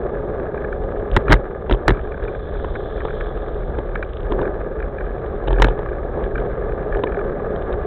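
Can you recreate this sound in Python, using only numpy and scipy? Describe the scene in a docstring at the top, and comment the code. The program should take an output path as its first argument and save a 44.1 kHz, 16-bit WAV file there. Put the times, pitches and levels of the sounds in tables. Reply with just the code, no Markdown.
"""On asphalt and paving, an electric skateboard rolls past the joints, heard by a small microphone riding on it.
Road grain drums through wheels and deck as noise coloured by the board; the tyres hiss in a bend.
Kerbs and dips set the deck bouncing as bell-shaped bursts of its bending modes, and loose fittings chatter.
Joints knock and the board slams against its stops as short bursts of force through a resonant body.
The microphone is narrow-band, and the loudest blows overload it."""
import sys
import numpy as np
from scipy.fft import rfft, irfft, next_fast_len
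from scipy.io import wavfile
from scipy.ndimage import map_coordinates

SR = 44100
rng = np.random.default_rng(int(sys.argv[2]) if len(sys.argv) > 2 else 0)


def put_to_file(sound):
    """Save the sound as 16-bit audio at rate SR, in the file named by the first command-line argument."""
    columns = np.atleast_2d(sound).T  # one column per channel
    safe = np.clip(columns, -1, 1)
    whole_steps = np.round(safe * 32767)
    wavfile.write(sys.argv[1], SR, whole_steps.astype(np.int16))


N = 346626  # length in samples


def amp(db):
    """Decibels to gain."""
    return 10 ** (np.asarray(db) / 20)


def unit(x):
    """x scaled to rms 1."""
    return x / np.sqrt(np.mean(x ** 2) + 1e-20)


def curves(rows):
    """One value per sample for each column after the time, joined by straight lines."""
    knot_s, *columns = np.transpose(rows)
    return [np.interp(np.arange(N) / SR, knot_s, column) for column in columns]


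def wobble(rate):
    """A smooth random curve through rate knots a second."""
    knots = rng.standard_normal(int(N * rate / SR) + 4)
    return map_coordinates(knots, [np.arange(N) * rate / SR])


def swell(s, half):
    """A bell-shaped rise and fall around time s."""
    return np.exp(-((np.arange(N) / SR - s) / half) ** 2)


def swells(rows):
    """Level change in dB from rows of middle, half length and dB."""
    return sum(db * swell(s, half) for s, half, db in rows)


def coloured(x, points):
    """x through a causal, minimum-phase body with the given spectrum."""
    m = 2 * next_fast_len(len(x))
    hz, db = np.transpose(points)
    log_hz = np.log(np.fft.rfftfreq(m, 1 / SR) + 1)
    log_gain = np.log(amp(np.interp(log_hz, np.log(hz), db)))
    # folding the cepstrum onto positive times makes the body ring only after the force
    cepstrum = irfft(log_gain, m)
    cepstrum[1:m // 2] *= 2
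    cepstrum[m // 2 + 1:] = 0
    body = np.exp(rfft(cepstrum))
    return irfft(rfft(x, m) * body, m)[:len(x)]


def low_pass(x, hz, order):
    """A steep low-pass without phase shift."""
    m = next_fast_len(N + SR // 2)
    loss = np.sqrt(1 + (np.fft.rfftfreq(m, 1 / SR) / hz) ** (2 * order))
    return irfft(rfft(x, m) / loss, m)[:N]


def add(track, s, sound):
    """Mix a sound into the track at time s."""
    part = track[max(round(s * SR), 0):][:len(sound)]
    part += sound[:len(part)]


def road(rate, spread_db, smooth):
    """Force on the wheels: rate stones a second of scattered size, over fine texture."""
    hits = rng.random(N) < rate / SR
    sizes = rng.standard_normal(N) * amp(spread_db * rng.standard_normal(N))
    return unit(unit(hits * sizes) + smooth * rng.standard_normal(N))


def contact(body, length, rise, push):
    """One blow: a clean push and a brief scatter of micro-contacts, through a body; rms 1 over its length."""
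    t = np.arange(SR // 10) / SR
    force = rng.standard_normal(len(t)) * np.exp(-(t / length) ** 2) * (1 - np.exp(-t / rise))
    force /= np.linalg.norm(force)
    force[np.argmax(t > rise)] -= push
    blow = coloured(force, body)
    return blow / np.linalg.norm(blow) * np.sqrt(length * SR)


# Sharp click of wheel and grains, also used by crunch and knocks.
# Each row: frequency in Hz, relative level in dB per Hz.
CLICK_SPECTRUM = [(400, -8), (1000, 0.5), (2200, -0.5), (3000, 6.5), (3700, 5), (4300, -21)]
# Patches of loose grit. Each row: middle in seconds, half length in seconds, level in dB.
GRIT_PATCHES = [(1.125, 0.017, -49), (4.18, 0.098, -48), (7.612, 0.036, -54)]


def grit():
    """Single grains crack under the wheels at random as they run through loose grit."""
    amount = sum(amp(db) * swell(s, half) for s, half, db in GRIT_PATCHES)
    grains = road(rate=45, spread_db=2.4, smooth=.2)
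    return amount * unit(coloured(grains, CLICK_SPECTRUM))


def crunch(sway, level_db):
    """Sand crackles under the wheels the harder the deck loads them."""
    load = np.abs(sway) ** 1.6
    sand = road(rate=320, spread_db=5.7, smooth=.15)
    return amp(level_db) * load * unit(coloured(sand, CLICK_SPECTRUM))


# Buzz of the loose fitting, also used by rattles.
# Each row: frequency in Hz, relative level in dB per Hz.
BUZZ_SPECTRUM = [(300, -13.5), (1000, -15.5), (1250, -3.5), (1450, 0.5), (1680, 3.5), (2000, -19),
                 (2350, -9.5), (2650, -28.5), (4000, -36.5)]


def chatter(sway, slack, level_db):
    """A loose fitting buzzes on each upswing that lifts it off its seat."""
    lift = np.tanh(np.maximum(sway / slack - 1, 0))
    looseness = amp(2.9 * wobble(5.4))  # the fitting shifts, so the buzzing comes in clumps
    buzz = unit(coloured(road(rate=1300, spread_db=4.1, smooth=0.3), BUZZ_SPECTRUM))
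    return amp(level_db) * lift * looseness * buzz


BOUNCE_HZ = 43  # first bending mode of the loaded deck
# Bouts of tapping. Each row: first tap in seconds, length of the bout in seconds, level in dB before the trim.
RATTLE_BOUTS = [(0.575, .01, -24), (.644, .01, -21.5), (.7254, .01, -21), (1.281, .01, -13),
                (1.946, .06, -27), (2.118, .035, -26), (2.28, .01, -26), (2.348, .01, -26),
                (2.7545, .01, -21), (3.004, .01, -24), (3.0813, .035, -24.5), (3.207, .01, -19.5),
                (3.954, .01, -14.5), (4.026, .01, -16), (4.429, .06, -23), (4.801, .035, -24.5),
                (4.983, .035, -24), (5.584, .01, -18), (6.355, .035, -18.5), (6.9236, .035, -20.5),
                (7.0694, .01, -21), (7.1205, .06, -23.5), (7.19, .01, -20.5)]


def rattles():
    """Shaken hard, the loose fitting taps its seat at the deck's bounce rate."""
    track = np.zeros(N)
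    for start, length, db in RATTLE_BOUTS:
        for s in start + np.arange(0, length, 1 / BOUNCE_HZ):
            tap = contact(BUZZ_SPECTRUM, length=0.0052, rise=.0009, push=.2)
            add(track, s, amp(db - 6) * tap)
    return track


BEND_S, BEND_HALF_S = 2.88, 0.81  # middle and half length of the bend on the paving blocks
# Tyre hiss. Each row: frequency in Hz, relative level in dB per Hz.
TYRE_SPECTRUM = [(1500, -32.5), (2700, -18), (3100, -6.5), (3500, 3), (3850, -8.5), (4300, -11)]


def tyre_hiss(change_db, patches):
    """The tyres hiss over the surface and scrub louder in the bend."""
    scrub_db = 15.5 * swell(BEND_S, BEND_HALF_S)
    hiss_db = -63.5 + scrub_db + .4 * change_db + 1.2 * patches
    return amp(hiss_db) * unit(coloured(road(rate=330, spread_db=3.1, smooth=1.5), TYRE_SPECTRUM))


# Fine road grain through the board. Each row: frequency in Hz, relative level in dB per Hz.
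GRAIN_SPECTRUM = [(500, -18), (900, -7.5), (1100, -1), (1210, 4.5), (1400, -7), (1690, 1), (1820, -10.5),
                  (1980, -13), (2350, -19.5), (2650, -28.5), (4000, -36)]


def road_grain(mean_db, change_db, patches):
    """Fine stones ring the trucks, flickering with the surface."""
    # .85 dB of grain per dB of drive
    grain_db = mean_db - 13 + .85 * change_db + 1.6 * patches + 2 * wobble(130)
    return amp(grain_db) * unit(coloured(road(rate=900, spread_db=3.3, smooth=.7), GRAIN_SPECTRUM))


# Wheel roar through the board. Each row: frequency in Hz, relative level in dB per Hz.
ROAR_SPECTRUM = [(70, -6.5), (130, -6), (220, -6.5), (290, -9), (360, -0.5), (420, 5), (470, -1.5),
                 (540, -0.5), (660, -6.5), (800, -10.5), (1000, -21.5), (1500, -28), (2600, -60)]


def wheel_roar(mean_db, change_db, patches):
    """Coarse stones drum through wheels and deck as a low roar."""
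    roar_db = mean_db + 1.5 + change_db + .5 * patches
    return amp(roar_db) * unit(coloured(road(rate=2000, spread_db=2.5, smooth=.8), ROAR_SPECTRUM))


# How hard speed and surface drive the wheels. Each row: time in seconds, drive in dB.
WHEEL_DRIVE = [(0.0, -26), (1.33, -28.5), (1.55, -30.5), (3.9, -29), (4.18, -30.5), (4.51, -27.5),
               (4.86, -30), (7.49, -25.5), (7.86, -26)]
# Smoother and rougher pavement. Each row: middle in seconds, half length in seconds, change of drive in dB.
PAVEMENT_STRETCHES = [(2.42, 0.044, -2), (4.12, 0.091, -3.5), (4.39, 0.085, 7), (6.2, 0.046, 5),
                      (6.43, 0.04, 2.5)]


def rolling():
    """Roar, grain and hiss follow one drive, raised on rough stretches and where bumps press the wheels down."""
    drive_db, = curves(WHEEL_DRIVE)
    mean_db = drive_db.mean()
    jolt_db = 6 * jolts()
    change_db = drive_db - mean_db + swells(PAVEMENT_STRETCHES) + jolt_db
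    patches = wobble(60)  # rough and smooth spots pass under the wheels
    roar = wheel_roar(mean_db, change_db, patches)
    grain = road_grain(mean_db, change_db, patches)
    return roar + grain + tyre_hiss(change_db, patches)


# Kerbs and dips, also played by deck.
# Each row: deepest flex in seconds, peak level of the first mode in dB, half length in seconds.
DECK_BUMPS = [(1.142, -10.5, .023), (1.333, -4.5, 0.037), (1.737, -10, 0.028), (1.909, -7, 0.032),
              (2.239, -24.5, .03), (3.221, -18.5, 0.013), (5.531, -10.5, 0.047), (5.625, -7, 0.036),
              (5.694, -15, .05), (6.388, -16.5, .047), (6.966, -19, 0.05), (7.73, -17, .022)]


def jolts():
    """How hard the bumps press the wheels down, 1 at full scale."""
    return sum(amp(db) * swell(s, 2 * half) for s, db, half in DECK_BUMPS)


# Flexing of the deck. Each row: frequency in Hz, relative level in dB per Hz.
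FLEX_SPECTRUM = [(12, -18), (24, -7), (35, 3.5), (55, -2), (68, -2), (90, -15), (125, -13), (170, -21.5),
                 (400, -59.5)]
# The deck settles on level ground. Each row: middle in seconds, half length in seconds, change of sway in dB.
SWAY_LULLS = [(.3, 0.92, -3), (1.52, .1, -10), (4.75, 0.16, -3), (7.4, 0.18, -6.5)]


def deck():
    """The springy deck sways all the time and bounces around each bump."""
    sway_db = -26.5 + swells(SWAY_LULLS)
    sway = amp(sway_db) * unit(coloured(rng.standard_normal(N), FLEX_SPECTRUM))
    t = np.arange(N) / SR
    for s, db, half in DECK_BUMPS:
        phase = 2 * np.pi * BOUNCE_HZ * (t - s)
        bending = np.cos(phase) + amp(-16) * np.sin(2.85 * phase)  # first and second bending modes
        sway -= amp(db) * swell(s, half) * bending
    return sway


def truck_ring(hz, length):
    """The axle swells into a few clean cycles as a wheel rolls over an edge."""
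    t = np.arange(SR // 20) / SR
    pitch = hz * (1 + 0.12 * rng.standard_normal())  # shifts with the load on the wheel
    envelope = t / length * np.exp(1 - t / length)
    return envelope * np.sin(2 * np.pi * pitch * t)


# Thud through the deck. Each row: frequency in Hz, relative level in dB per Hz.
THUD_SPECTRUM = [(60, 2), (130, 3), (200, -17), (340, 1.5), (520, -2.5), (1000, -4), (1300, -19.5),
                 (1800, -18), (2300, -38.5), (4000, -36)]
# Joints and edges. Each row: start in seconds, thud and ring level in dB, click level in dB, all before trims.
JOINT_KNOCKS = [(1.696, -14.5, -38), (1.724, -17.5, -35.5), (1.735, -14.5, -45), (1.746, -18, -44.5),
                (2.237, -21, -49), (2.644, -16.5, -50), (3.05, -16, -44.5), (3.786, -16, -46),
                (4.32, -14, -37.5), (4.414, -15, -45), (5.438, -24, -67), (5.474, -19, -41),
                (5.48, -12, -36), (5.506, -15.5, -46), (5.528, -15, -40), (5.598, -12.5, -40),
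                (5.667, -16, -56), (5.684, -14, -38.5), (5.789, -18.5, -51), (6.171, -23.5, -63),
                (6.969, -15.5, -53), (7.036, -10, -32.5), (7.559, -17.5, -52), (7.726, -26, -44.5)]


def knocks():
    """A joint in the path rings the axle, thuds through the deck and clicks at the wheel."""
    track = np.zeros(N)
    for s, thud_db, click_db in JOINT_KNOCKS:
        ring = truck_ring(hz=390, length=0.0024)
        thud = contact(THUD_SPECTRUM, length=0.0051, rise=.0012, push=0.15)
        click = contact(CLICK_SPECTRUM, length=.004, rise=.0015, push=0.55)
        add(track, s, amp(thud_db - 1.5) * ring)
        add(track, s, amp(thud_db - 4.0) * thud)
        add(track, s, amp(click_db + 5) * click)
    return track


# Crash of the board on its stops. Each row: frequency in Hz, relative level in dB per Hz.
CRASH_SPECTRUM = [(120, 3.5), (400, -5.5), (650, 3.5), (950, 6), (1300, 2.5), (1800, 5), (2100, 0.5),
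                  (2400, -10), (3700, -10), (4300, -16)]
# Thump of the rubber bushings. Each row: frequency in Hz, relative level in dB per Hz.
THUMP_SPECTRUM = [(50, -5.5), (110, 8.5), (180, -1.5), (280, 1.5), (370, 5), (550, -12), (1200, -39)]
# Slams against the stops. Each row: start in seconds, crash level in dB before the trim, length in seconds.
BOARD_SLAMS = [(1.1643, -4, 0.0037), (1.1695, -10, 0.004), (1.295, -23, .005), (1.302, -17, 0.01),
               (1.312, -9.5, 0.0058), (1.321, -2, 0.0039), (1.3277, -0.5, .0035), (1.338, -8, .0038),
               (1.7102, -15.5, 0.0059), (1.8801, -1.5, .0035), (1.891, -13, 0.0049),
               (1.9052, -12.5, 0.0039), (5.6204, -2.5, 0.0057), (5.6436, -8, 0.0052)]


def slams():
    """The board bottoms out with a crash and a thump."""
    track = np.zeros(N)
    for s, db, length in BOARD_SLAMS:
        crash = contact(CRASH_SPECTRUM, length=length, rise=0.00028, push=0.252)
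        thump = contact(THUMP_SPECTRUM, length=0.012, rise=0.00073, push=0.48)
        add(track, s, amp(db - 2.0) * crash)
        # the bushings bottom out with much the same thump however hard the slam
        add(track, s, amp(-14.5) * thump)
    return track


def scene():
    """Everything reaches the microphone through the board, with no room around it."""
    sway = deck()
    # the loose fitting chatters more on the blocks in the bend and on bumps
    shaking = amp(3.5 * swell(BEND_S, BEND_HALF_S) + 8 * jolts())
    buzzing = shaking * chatter(sway, slack=0.043, level_db=-39.5)
    small_parts = buzzing + crunch(sway, level_db=-28.5) + grit()
    return (rolling() + sway + small_parts + slams() + knocks() + rattles())[None]


def record(dry):
    """The microphone is narrow-band; loud blows clip after it and spit treble."""
    narrow = low_pass(dry[0], 4066, order=36)  # upper edge of the microphone's band in Hz
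    ceiling = .72  # of full scale
    clipped = narrow / (1 + np.abs(narrow / ceiling) ** 16) ** (1 / 16)
    return low_pass(clipped, 15700, order=60)[None]  # top of the spat treble in Hz


dry = scene()
out = record(dry)
put_to_file(out)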